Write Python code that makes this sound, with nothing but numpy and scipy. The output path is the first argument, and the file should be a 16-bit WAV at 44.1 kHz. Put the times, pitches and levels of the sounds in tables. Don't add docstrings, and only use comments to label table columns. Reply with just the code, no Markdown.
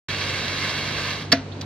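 import sys
import numpy as np
from scipy import signal
from scipy.fft import rfft, irfft
from scipy.io import wavfile
from scipy.ndimage import uniform_filter1d

SR = 44100
rng = np.random.default_rng(int(sys.argv[2]) if len(sys.argv) > 2 else 0)


def amplitude_ratio(level_db):
    exponent = np.asarray(level_db, float) / 20
    return 10 ** exponent


def to_wav(sig):
    pcm = np.clip(np.atleast_2d(sig), -1, 1) * 32767
    pcm = np.round(pcm).astype(np.int16)
    wavfile.write(sys.argv[1], SR, pcm.T)


N = 72765
T = np.arange(N) / SR
F = np.arange(N // 2 + 1) * SR / N + 1
START_S = 0.084

# [t/s, level/dB]
JET_FLOW = [
    (0.09, -29.5),
    (0.612, -29),
    (0.646, -26.5),
    (0.66, -28.5),
    (0.996, -29.5),
    (1.088, -28.5),
    (1.22, -35),
    (1.306, -52.5),
    (1.31, -43),
]
# [f/Hz, level/dB per Hz]
JET_COLOUR = [(150, -13.5), (280, -8), (900, -7.5), (2000, -2), (4600, -6.5), (5300, -9.5), (8500, -25),
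              (15000, -39)]
# [f/Hz, level/dB, t60/s]
LATCH_MODES = [(1200, -17, 0.059), (1400, -17, 0.065), (1744, -8, 0.063), (1930, -9, 0.045),
               (2420, -21, 0.12), (4030, -14, 0.013), (4587, 6, 0.02), (4660, -4.5, 0.017),
               (5250, -4, 0.013), (5335, 7, 0.023), (6557, -2, 0.028)]
# [f/Hz, level/dB, t60/s]
PANEL_MODES = [(203, -15, 0.18), (252, -5.5, 0.14), (267.8, 0, 0.22), (276, -23, 0.16), (501, -8, .1),
               (643, -1, 0.087), (683, -2, 0.13), (937, -9, .08)]
# [f/Hz, level/dB per Hz]
CRACK_COLOUR = [(200, -9.5), (900, -18), (1500, 2.5), (4600, -5), (5800, -3.5), (8000, -24.5), (12000, -20),
                (15500, -46)]
# [t/s, length/s, centre f/Hz, width/Hz, level/dB]
RUBS = [
    (1.247, .008, 4500, 4000, -44),
    (1.372, .018, 4600, 3000, -45),
    (1.515, .012, 3400, 800, -44),
    (1.521, .017, 4000, 1500, -42),
    (1.611, .009, 4400, 4500, -29),
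    (1.612, .012, 11000, 9000, -52),
    (1.62, .022, 2600, 4500, -41),
    (1.622, .02, 700, 600, -38),
]
# [f/Hz, level/dB]
ENGINE_LINES = [(96.9, -39), (145.3, -42)]
# [f/Hz, level/dB per Hz]
STREET_COLOUR = [(30, -33), (70, -5.5), (230, -4.5), (700, -13.5), (1400, -20.5), (4600, -28.5),
                 (7500, -39), (15500, -71)]
# [f/Hz, likeness/0-1]
NEAR_LIKENESS = [(100, .995), (700, .93), (2000, .75), (4500, .75), (7000, .5), (12000, .3)]
# [f/Hz, likeness/0-1]
FAR_LIKENESS = [(100, .995), (300, .95), (640, .8), (1400, .15), (4000, .3), (12000, .1)]
# [f/Hz, level/dB]
PORT_LEVEL = [(100, -.5), (600, -1.5), (1300, 3), (2400, -3), (4400, -7), (6500, 2), (10500, 2.8),
              (13000, -10)]
# [f/Hz, lead/rad]
PORT_PHASE = [(100, 0), (2500, 0), (4000, .6), (4600, .9), (5400, 2.3), (7000, 3.2), (9000, 3.2)]


def unit(x):
    return x / np.sqrt(np.mean(x ** 2))


def over_hz(table):
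    hz, value = np.array(table, float).T
    return np.interp(np.log(F), np.log(hz), value)


def tinted(x, colour):
    return irfft(rfft(x) * amplitude_ratio(over_hz(colour)), N)


def white():
    return rng.standard_normal(N)


def walk(rate):
    hold = int(SR / rate)
    steps = np.repeat(rng.standard_normal(N // hold + 1), hold)
    return unit(uniform_filter1d(uniform_filter1d(steps, hold), hold)[:N])


def ring(x, hz, t60):
    pole = np.exp((2j * np.pi * hz - np.log(1000) / t60) / SR)
    return signal.lfilter([1], [1, -pole], x).imag


def spread(make, likeness):
    c = np.clip(over_hz(likeness), 0, 1)
    mid = rfft(make()) * np.sqrt((1 + c) / 2)
    side = rfft(make()) * np.sqrt((1 - c) / 2)
    return irfft(np.array([mid + side, mid - side]), N)


def flickering(x, colour, shared_db, own_db, rate):
    spectrum, out = rfft(x) * amplitude_ratio(over_hz(colour)), 0
    for hz in 2 ** np.arange(4, 14.5, .5):
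        band = np.clip(1 - 2 * abs(np.log2(F / hz)), 0, 1)
        out = out + irfft(spectrum * band, N) * amplitude_ratio(shared_db + own_db * walk(rate))
    return unit(out)


def jet():
    clots_per_s, clot_scatter_db, puff_decay_s, sputter_db = 700, 2.5, 0.0013, -14
    echo_s, echo_gain = 0.001822, 0.43
    clots = (rng.random(N) < clots_per_s / SR) * amplitude_ratio(clot_scatter_db * rng.exponential(size=N))
    puffs = unit(signal.lfilter([1], [1, -np.exp(-1 / (puff_decay_s * SR))], clots))
    gas = spread(white, NEAR_LIKENESS) * (1 + amplitude_ratio(sputter_db) * puffs)
    reflection = 1 + echo_gain * np.exp(-2j * np.pi * F * echo_s)
    swell_db = .4 * walk(25.5)
    roar = flickering(irfft(rfft(gas) * reflection, N), JET_COLOUR, swell_db, .7, 40.2)
    s, db = np.array(JET_FLOW).T
    jet_span = (T < s[-1]) * (T > START_S / 2)
    return roar * amplitude_ratio(np.interp(T, s, db) + 1.5) * jet_span


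def at_level(x, db):
    return amplitude_ratio(db) * x / np.sqrt(np.sum(x ** 2) / (0.021 * SR))


def slam():
    scrape_s, strike_s, land_s, rebound_s = 1.3178, 1.3255, 1.3285, 0.00435
    push_s, latch_fade_s, rattle_fade_s, tail_t60_s = 0.00046, 0.004, 0.013, 0.27
    late = (T - strike_s).clip(0)

    rise_db = 10 * ((T - strike_s) / (strike_s - scrape_s)).clip(-2, 0)
    scrape = white() * amplitude_ratio(rise_db) * (T > scrape_s) * np.exp(-late / latch_fade_s)
    latch = sum(amplitude_ratio(db) * ring(scrape, hz, t60) for hz, db, t60 in LATCH_MODES)
    crack = tinted(scrape, CRACK_COLOUR)

    push = 0
    for s, gain in ((land_s, .7), (land_s + rebound_s, 1)):
        push = push + gain * np.gradient(np.exp(-((T - s) / push_s) ** 2))
    panel = 0
    for hz, db, t60 in PANEL_MODES:
        detune = 1 + 0.0038 * rng.standard_normal()
        panel = panel + amplitude_ratio(db) * ring(push, hz * detune, t60)

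    def dull(hz):
        return tinted(ring(white(), hz, 0.00017), CRACK_COLOUR) * (T > strike_s)

    rattle = dull(1900.0) * np.exp(-late / rattle_fade_s)
    tail = dull(2100.0) * amplitude_ratio(-60 * late / tail_t60_s)
    return (at_level(latch, -13.5) + at_level(crack, -21) + at_level(panel, -16)
            + at_level(rattle, -20) + at_level(tail, -27))


def scuffs():
    out = 0
    for s, length, hz, width_hz, db in RUBS:
        u = ((T - s) / length).clip(0)
        grains = white() * amplitude_ratio(1.7 * walk(900))
        band = amplitude_ratio(-38) + 1 / (1 + ((F - hz) / width_hz * 2) ** 4)
        grit = unit(irfft(rfft(grains) * band, N))
        out = out + amplitude_ratio(db) * grit * (1 - np.exp(-u / 0.1)) * np.exp(-u ** 2)
    return out


def idle():
    turned_s = np.cumsum(1 + .015 * walk(5)) / SR
    out = 0
    for hz, db in ENGINE_LINES:
        level = amplitude_ratio(db + 3 + 1.5 * walk(11.45))
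        out = out + level * np.sin(2 * np.pi * (hz * turned_s + rng.random()))
    return out


def street():
    wash = spread(white, FAR_LIKENESS)
    return amplitude_ratio(-36) * flickering(wash, STREET_COLOUR, 0.32 * walk(1.6), 0.4, 11.66)


def scene():
    near = jet() + spread(slam, NEAR_LIKENESS) + spread(scuffs, NEAR_LIKENESS)
    return near + idle() + street()


def thinned(x):
    above_hz, under_db, follows = 7000, -27, .9
    hz, _, z = signal.stft(x, SR, nperseg=2048)
    power = abs(z) ** 2 + 1e-20
    loud = power.mean(axis=(0, 1))
    usual = np.median(loud)
    floor = usual * (loud / usual) ** follows * amplitude_ratio(2 * under_db)
    bands = power[:, :-1].reshape(2, -1, 4, len(loud)).mean(axis=2)
    bands = np.repeat(bands, 4, axis=1)
    z[:, :-1] *= (bands > floor) | (hz[:-1, None] < above_hz)
    return signal.istft(z, SR, nperseg=2048)[1][:, :N]


def ports(dry):
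    echo_s, echo_gain, echo_above_hz = 0.000488, 0.27, 2900
    notch_hz, notch_width_hz, top_hz = 8020, 1330, 15100
    half = amplitude_ratio(over_hz(PORT_LEVEL) / 2) * np.exp(.5j * over_hz(PORT_PHASE))
    off_notch = ((F - notch_hz) / (notch_width_hz / 2)) ** 4
    highpass = F ** 2 / (F ** 2 + echo_above_hz ** 2)
    echo = echo_gain * highpass * np.exp(-2j * np.pi * F * echo_s)
    right = (1 + echo) * off_notch / (1 + off_notch)
    lowpass = 1 / (1 + (F / top_hz) ** 60)
    return irfft(rfft(dry) * np.array([half, right / half]) * lowpass, N)


def low_pass(x):
    return signal.sosfilt(signal.butter(12, 16030, fs=SR, output="sos"), x)


def record(dry):
    limited = 1.38 * np.tanh(thinned(ports(dry)) / 1.42)
    fade_in = ((T - START_S) / 0.0037).clip(0, 1)
    return low_pass(limited * fade_in)


dry = scene()
out = record(dry)
to_wav(out)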